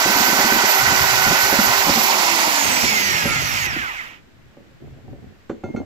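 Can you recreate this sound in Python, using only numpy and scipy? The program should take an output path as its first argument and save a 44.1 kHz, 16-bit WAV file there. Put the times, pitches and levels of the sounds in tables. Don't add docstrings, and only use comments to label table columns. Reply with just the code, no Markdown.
import sys
import numpy as np
from scipy import signal
from scipy.fft import rfft, irfft, next_fast_len
from scipy.io import wavfile
from scipy.ndimage import uniform_filter1d, map_coordinates

SR = 44100
rng = np.random.default_rng(int(sys.argv[2]) if len(sys.argv) > 2 else 0)


def wav_out(sig):
    wavfile.write(sys.argv[1], SR, np.round(np.clip(np.atleast_2d(sig).T, -1, 1) * 32767).astype(np.int16))


N = 257979

# (relative, per Hz)
SCRAPE_COLOUR = [(100, -12.5), (210, 5), (350, 2), (700, -17), (1000, -27), (3000, -62.5)]
# time_s, level_db
BRUSHING_LEVEL = [(0, -29), (1.0, -26.5), (1.55, -29), (1.85, -32), (2.3, -84.5)]
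# time_s, speed_turns_per_s
COAST_SPEED = [(2.07, 394), (2.2, 365.5), (2.8, 242.5), (3.0, 205), (3.52, 115), (3.77, 61.5), (3.89, 42),
               (4.18, 5), (4.22, 0)]


def amp(db):
    return 10 ** (np.asarray(db, float) / 20)


def rms_one(x):
    return x / np.sqrt(np.mean(x ** 2) + 1e-20)


def in_time(rows):
    time_s, *columns = np.transpose(rows)
    return [np.interp(np.arange(N) / SR, time_s, column) for column in columns]


def at_hz(points, hz):
    freq_hz, value = np.transpose(points)
    return np.interp(np.log(np.maximum(hz, 1)), np.log(freq_hz), value)


def coloured(x, spectrum):
    size = next_fast_len(x.shape[-1] + SR)
    gain = amp(at_hz(spectrum, np.fft.rfftfreq(size, 1 / SR)))
    return irfft(rfft(x, size) * gain, size)[..., :x.shape[-1]]


def drift(rate_hz):
    pole = np.exp(-80 * np.pi * rate_hz / SR)
    white = rng.standard_normal(N // 40 + 2002)
    slow = signal.lfilter([1], [1, -2 * pole, pole * pole], white)[2000:]
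    return np.interp(np.arange(N) / 40, np.arange(len(slow)), rms_one(slow))


def ring(clicks, hz, t60_s):
    r = amp(-60 / (t60_s * SR))
    w = 2 * np.pi * hz / SR
    return signal.lfilter([0, np.sin(w)], [1, -2 * r * np.cos(w), r * r], clicks + 1e-18)


def noise(spectrum, flicker_db, rate_hz):
    below, above = (spectrum[0][0] * .7, -60), (spectrum[-1][0] * 1.4, -60)
    closed = [below] + list(spectrum) + [above]
    return rms_one(coloured(rng.standard_normal((2, N)), closed) * amp(flicker_db * drift(rate_hz)))


def struck(time_s, blow_db, modes, spread_db):
    at, out = np.round(time_s * SR).astype(int), np.zeros(N)
    chance_db = rng.normal(0, spread_db, (len(at), len(modes)))
    for k, (hz, mode_db, t60_s) in enumerate(modes):
        clicks = np.zeros(N)
        clicks[at] = amp(blow_db[k] + mode_db + chance_db[:, k])
        out += ring(clicks, hz, t60_s)
    return out


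def shop():
    # freq_hz, density_db (relative)
    shop_colour = [(30, -6.5), (81, 0.5), (243, -6.5), (787, -16.5), (1820, -13.5), (6540, -29.5),
                   (8950, -29), (15500, -38)]
    return amp(-54) * noise(shop_colour, flicker_db=0.31, rate_hz=4.6)


def bench():
    # start_s, length_s, deep_db, scrape_db
    drags = [(0.771, 1.15, -35.5, -58), (1.867, 0.67, -51.5, -36.5), (2.62, 0.67, -39, -34),
             (3.229, 0.2, -28.5, -41.5), (3.398, 0.44, -39, -42.5), (4.575, 0.05, -51, -49.5),
             (4.804, 0.38, -46, -52.5), (5.07, 0.22, -42.5, -54), (5.64, 0.065, -31.5, -31.5),
             (5.735, 0.095, -37.5, -29)]
    rest_db, attack_s, fade_db, release_s = -58, 0.015, -3.5, 0.016
    t, deep_gain, scrape_gain = np.arange(N) / SR, amp(rest_db), amp(rest_db)
    for start_s, length_s, deep_db, scrape_db in drags:
        attack = np.clip((t - start_s) / attack_s, 0, 1)
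        fade = amp(fade_db * np.clip((t - start_s) / length_s, 0, 1))
        release = np.exp(-np.maximum(t - start_s - length_s, 0) / release_s)
        shape = attack * fade * release
        deep_gain = deep_gain + amp(deep_db) * shape
        scrape_gain = scrape_gain + amp(scrape_db) * shape
    grains_per_s, grit_db, grit_band_hz = 170, -11, [247, 760]
    grains = (rng.random(N) < grains_per_s / SR) * rng.standard_normal(N)
    band = signal.butter(4, grit_band_hz, "band", fs=SR, output="sos")
    grit = amp(grit_db) * rms_one(signal.sosfilt(band, grains + 1e-18))
    rumble = noise([(25, -17.5), (80, -5.5), (150, -4.5)], flicker_db=4.5, rate_hz=7)
    scrape = noise(SCRAPE_COLOUR, flicker_db=4.3, rate_hz=40)
    return deep_gain * rumble + scrape_gain * (scrape + grit)


def room(x):
    t60_s = 0.4
    t = np.arange(round(.4 * SR)) / SR
    tail = rng.standard_normal((2, len(t))) * amp(-60 * t / t60_s) * (t > .004)
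    tail /= np.sqrt(np.sum(tail ** 2, axis=1, keepdims=True))
    return signal.fftconvolve(x, tail, axes=1)[:, :N]


def squeak():
    # [(pitch_hz, level_db)]
    squeak_tones = (3.268, 3.395, [(1251, -35), (1376, -29.5)])
    start_s, end_s, tones = squeak_tones
    t = np.arange(N) / SR
    gate = np.clip(np.minimum(t - start_s, end_s - t) / 0.016, 0, 1)
    return gate * sum(amp(db + 2.0 * drift(25)) * np.sin(2 * np.pi * hz * t) for hz, db in tones)


def landings():
    # time_s, crack_db, low_modes_db, high_modes_db
    blows = [(5.495, -23, -53, -45), (5.639, -38, -30.5, -44), (5.763, -33, -28, -42.5)]
    # mode_hz, level_db (relative), t60_s
    sleeve_modes = [(953, -31, 0.3), (1398, 0.5, 0.11), (2128, -18.5, 1), (2170, -16, 0.068),
                    (2620, -28, 0.19), (3130, -27, 0.37), (3540, -15, 0.18), (4160, -13.5, 0.19),
                    (4400, -17.5, 0.35), (5660, -14, 0.12), (6100, -18, 0.15), (6400, -17, .5),
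                    (6715, -20, 0.19), (7280, -22, 0.3)]
    # freq_hz, gain_db
    crack_colour = [(1500, 1.5), (6500, -37), (8000, -48)]
    time_s, crack_db, low_db, high_db = np.transpose(blows)
    blow_db = [low_db if hz < 2800 else high_db for hz, _, _ in sleeve_modes]
    out = struck(time_s, blow_db, sleeve_modes, spread_db=3.0)
    settles_s, settle_t60_s = 5.8, 0.12
    out *= amp(-60 * np.maximum(np.arange(N) / SR - settles_s, 0) / settle_t60_s)
    attack_s, decay_s = 0.0014, 0.014
    t = np.arange(3000) / SR
    cracks = coloured(rng.standard_normal((len(time_s), 3000)), crack_colour)
    cracks *= np.exp(-t / decay_s) * (1 - np.exp(-t / attack_s))
    for i, db, crack in zip(np.round(time_s * SR).astype(int), crack_db, cracks):
        out[i:i + 3000] += amp(db) * crack
    return out


def knocks():
    # time_s, level_db, thud_hz
    contacts = [(0.055, -14, 355), (0.093, -19, 342), (0.157, -19.5, 283), (0.203, -18, 214),
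                (0.282, -17, 340), (0.325, -18.5, 265), (0.388, -17, 286), (0.444, -16, 366),
                (0.518, -14.5, 328), (0.557, -19, 332), (0.632, -16.5, 391), (0.876, -23, 199),
                (0.919, -19, 204), (1.265, -15, 284), (1.308, -14, 169), (1.526, -16, 284),
                (1.588, -13, 215), (1.869, -13, 230), (1.892, -12, 222), (1.955, -19, 220),
                (1.972, -19, 220), (2.838, -17.5, 245), (3.254, -17, 184), (3.358, -26, 153),
                (3.541, -29.5, 163), (3.762, -25.5, 317), (4.57, -38.5, 345), (4.714, -47, 525),
                (4.975, -48, 655), (5.081, -37.5, 303), (5.132, -36, 520), (5.241, -42, 200),
                (5.498, -15, 333), (5.637, -20.5, 352), (5.769, -23.5, 228)]
    # mode_hz, level_db (relative), t60_s
    block_modes = [(219, -18, 0.28), (562, -14.5, 0.12), (751, -13, 0.07)]
    thud_t60_s, swell_s, puff_decay_s, puff_db = 0.072, 0.004, 0.014, -3.5
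    time_s, level_db, thud_hz = np.transpose(contacts)
    out = struck(time_s, [level_db] * len(block_modes), block_modes, spread_db=5.0)
    t = np.arange(4000) / SR
    puffs = rms_one(coloured(rng.standard_normal((len(time_s), 4000)), SCRAPE_COLOUR))
    puffs = puffs * np.exp(-t / puff_decay_s)
    swell = 1 - np.exp(-t / swell_s)
    for i, db, hz, puff in zip(np.round(time_s * SR).astype(int), level_db, thud_hz, puffs):
        thud = np.sin(2 * np.pi * hz * t) * amp(-60 * t / thud_t60_s)
        contact = amp(db) * (thud + amp(puff_db) * puff) * swell
        out[i:i + 4000] += contact[:N - i]
    return out


def speed():
    # start_s, loss_turns_per_s
    presses = [(-.2, 19.6), (.043, 7.3), (.302, 7.6), (.53, 7.6), (.735, 8.9), (.92, 9.3), (1.154, 10),
               (1.447, 7.5), (1.761, 5.7)]
    free_turns_per_s, bite_s, recover_s = 408.2, .123, .579
    t, sag = np.arange(N) / SR, 0
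    for start_s, loss in presses:
        bite = np.clip((t - start_s) / bite_s, 0, 1)
        sag = sag + loss * bite * np.exp(-np.maximum(t - start_s - bite_s, 0) / recover_s)
    powered = t < COAST_SPEED[0][0]
    return uniform_filter1d(np.where(powered, free_turns_per_s - sag, in_time(COAST_SPEED)[0]), size=1500)


def loudness(full_db, knee_turns_per_s, steepness, side):
    # start_s, end_s, ramp_s, roar_db, whirr_db, rush_db, hiss_db (changes; side picks one)
    turned = [(2.623, 4.6, 0.46, -5.5, 1.4, -1, -1), (3.19, 3.42, 0.038, -0.5, 0.094, -2, -5.5),
              (3.665, 4.6, 0.01, -3, -1.3, -6, -7.5)]
    t, turns, top = np.arange(N) / SR, speed(), COAST_SPEED[0][1]
    side_db = sum(db[side] * np.clip(np.minimum(t - start_s, end_s - t) / ramp_s, 0, 1)
                  for start_s, end_s, ramp_s, *db in turned)
    ratio = turns / (turns + knee_turns_per_s) * (top + knee_turns_per_s) / top
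    return amp(full_db + side_db) * ratio ** steepness


def air_noise():
    # freq_hz, density_db (relative)
    roar_colour = [(200, -9), (450, -12), (620, -3), (780, 0), (960, 4), (1200, -4), (1500, -4)]
    whirr_colour = [(1200, -6), (1750, -5), (1950, 0), (2550, -1.5), (3000, -5.5), (4000, -16.5)]
    rush_colour = [(3000, -3.5), (4600, 4.5), (5400, 4), (7000, 2), (9000, -7)]
    hiss_colour = [(10000, 4.5), (15500, -1)]
    rush_law = dict(full_db=-21.5, knee_turns_per_s=151, steepness=1.38)
    hiss_db = -5
    roar = loudness(-23.5, 410, 0.9, side=0) * noise(roar_colour, 1.27, 24)
    whirr = loudness(-23, 66, 1.32, side=1) * noise(whirr_colour, 1.0, 26)
    rush = loudness(**rush_law, side=2) * noise(rush_colour, 0.93, 22)
    hiss = loudness(**rush_law, side=3) * amp(hiss_db) * noise(hiss_colour, 1.2, 24)
    return roar + whirr + rush + hiss


def brush():
    # pitch_hz, width_hz, level_db (relative)
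    brushed_modes = [(1380, 130, -1.5), (1980, 134, 1), (2970, 80, -14), (4620, 140, -16.5)]
    wires_per_s = 900
    hits = rng.random((2, N)) < wires_per_s / SR
    ticks = hits * rng.standard_normal((2, N)) * amp(3.0 * drift(20))
    rings = 0
    for k, (hz, width_hz, db) in enumerate(brushed_modes):
        t60_s = np.log(1000) / (np.pi * width_hz)
        rings = rings + (-1) ** k * amp(db) * rms_one(ring(ticks, hz, t60_s))
    return amp(in_time(BRUSHING_LEVEL)[0]) * rings


def motor_lines():
    # pitch_hz, level_db
    whine_path = [(800, -65), (1550, -27), (2100, -37), (4300, -43), (5600, -34), (8000, -29), (11000, -35),
                  (11800, -30), (12150, -23)]
    # centre_s, half_length_s
    whine_dips = [(.03, .09), (.625, .045), (.9, .07), (1.7, .04)]
    # freq_hz, gain_db
    housing = [(120, -9), (400, -9.5), (560, -19), (800, -3), (1400, 2), (2080, 12), (2500, -2), (2900, -8),
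               (3700, -11), (4700, -5), (6800, -3), (9200, -26), (11300, -5), (14500, -26)]
    turn_orders = [1, 2, 6, 10, 12, 15, 20, 24, 48, 72]
    order_levels = [-29.5, -32.5, -43, -33, -38, -36, -31, -27.5, -27, -26]
    fan_blades, dip_db = 31, -20
    force_turns_per_s, force_power = 250, 1.1
    mesh_order, mesh_db = 3.875, 1.5
    turns_hz, t = speed(), np.arange(N) / SR
    phase = 2 * np.pi * np.cumsum(turns_hz) / SR

    dips = sum(np.clip(2 - 2 * np.abs(t - centre_s) / half_s, 0, 1) for centre_s, half_s in whine_dips)
    whine_db = at_hz(whine_path, fan_blades * turns_hz) + dip_db * dips
    out = amp(whine_db + 3.5 * drift(15)) * np.sin(fan_blades * phase + .6 * drift(66))

    force = np.clip(turns_hz / force_turns_per_s, 0, 1) ** force_power
    for k, db in zip(turn_orders, order_levels):
        level = force * amp(db + at_hz(housing, k * turns_hz) + 2.5 * drift(12))
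        out += level * np.sin(k * phase + 0.14 * np.sqrt(k) * drift(66))

    mesh_level = amp(in_time(BRUSHING_LEVEL)[0] + mesh_db + 2.2 * drift(12))
    out += mesh_level * np.sin(mesh_order * phase + .7 * drift(30))
    return np.sqrt(2) * out


def drill():
    # time_s, left_lag_samples, left_minus_right_db (before the shadow)
    place = [(0, 8.43, -5), (2.3, 9.56, -5), (3.2, 15.7, -3.5), (4.3, 13.4, -4)]
    # freq_hz, share of noise power unlike in the ports
    diffuse = [(300, 0.26), (1000, 0.42), (2500, 0.87), (12000, 1)]
    # freq_hz, gain_db
    left_shadow = [(300, -1.5), (800, 1), (2400, -2), (4400, -4.5), (7000, -8.5), (9000, 6.5), (12000, -4)]
    lag, pan_db = in_time(place)
    direct, scattered = air_noise() + brush()
    hz, share = np.transpose(diffuse)
    share = np.clip(share, .02, .98)
    left = coloured(direct, np.c_[hz, 10 * np.log10(1 - share)])
    left = left + coloured(scattered, np.c_[hz, 10 * np.log10(share)])
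    lines = motor_lines()
    late = map_coordinates(left + lines, [np.arange(N) - lag], order=3, mode="nearest")
    return np.array([coloured(late, left_shadow) * amp(pan_db / 2), (direct + lines) * amp(-pan_db / 2)])


def scene():
    thuds, rings = knocks() + squeak(), landings()
    thud_room_db, ring_room_db = -7, -14
    wet = room((amp(thud_room_db) * thuds + amp(ring_room_db) * rings)[None])
    sleeve = (thuds + rings) * amp([[-1.2], [1.2]])
    return shop() + bench() + wet + sleeve + drill()


def record(dry):
    # freq_hz, gain_db
    port_notch = [(7700, 1.5), (8500, -8.5), (10000, -9), (11800, 0.5)]
    cutoff_hz = 15880
    low_pass = signal.cheby2(24, 60, cutoff_hz, fs=SR, output="sos")
    return signal.sosfilt(low_pass, np.tanh(coloured(dry, port_notch)))


dry = scene()
out = record(dry)
wav_out(out)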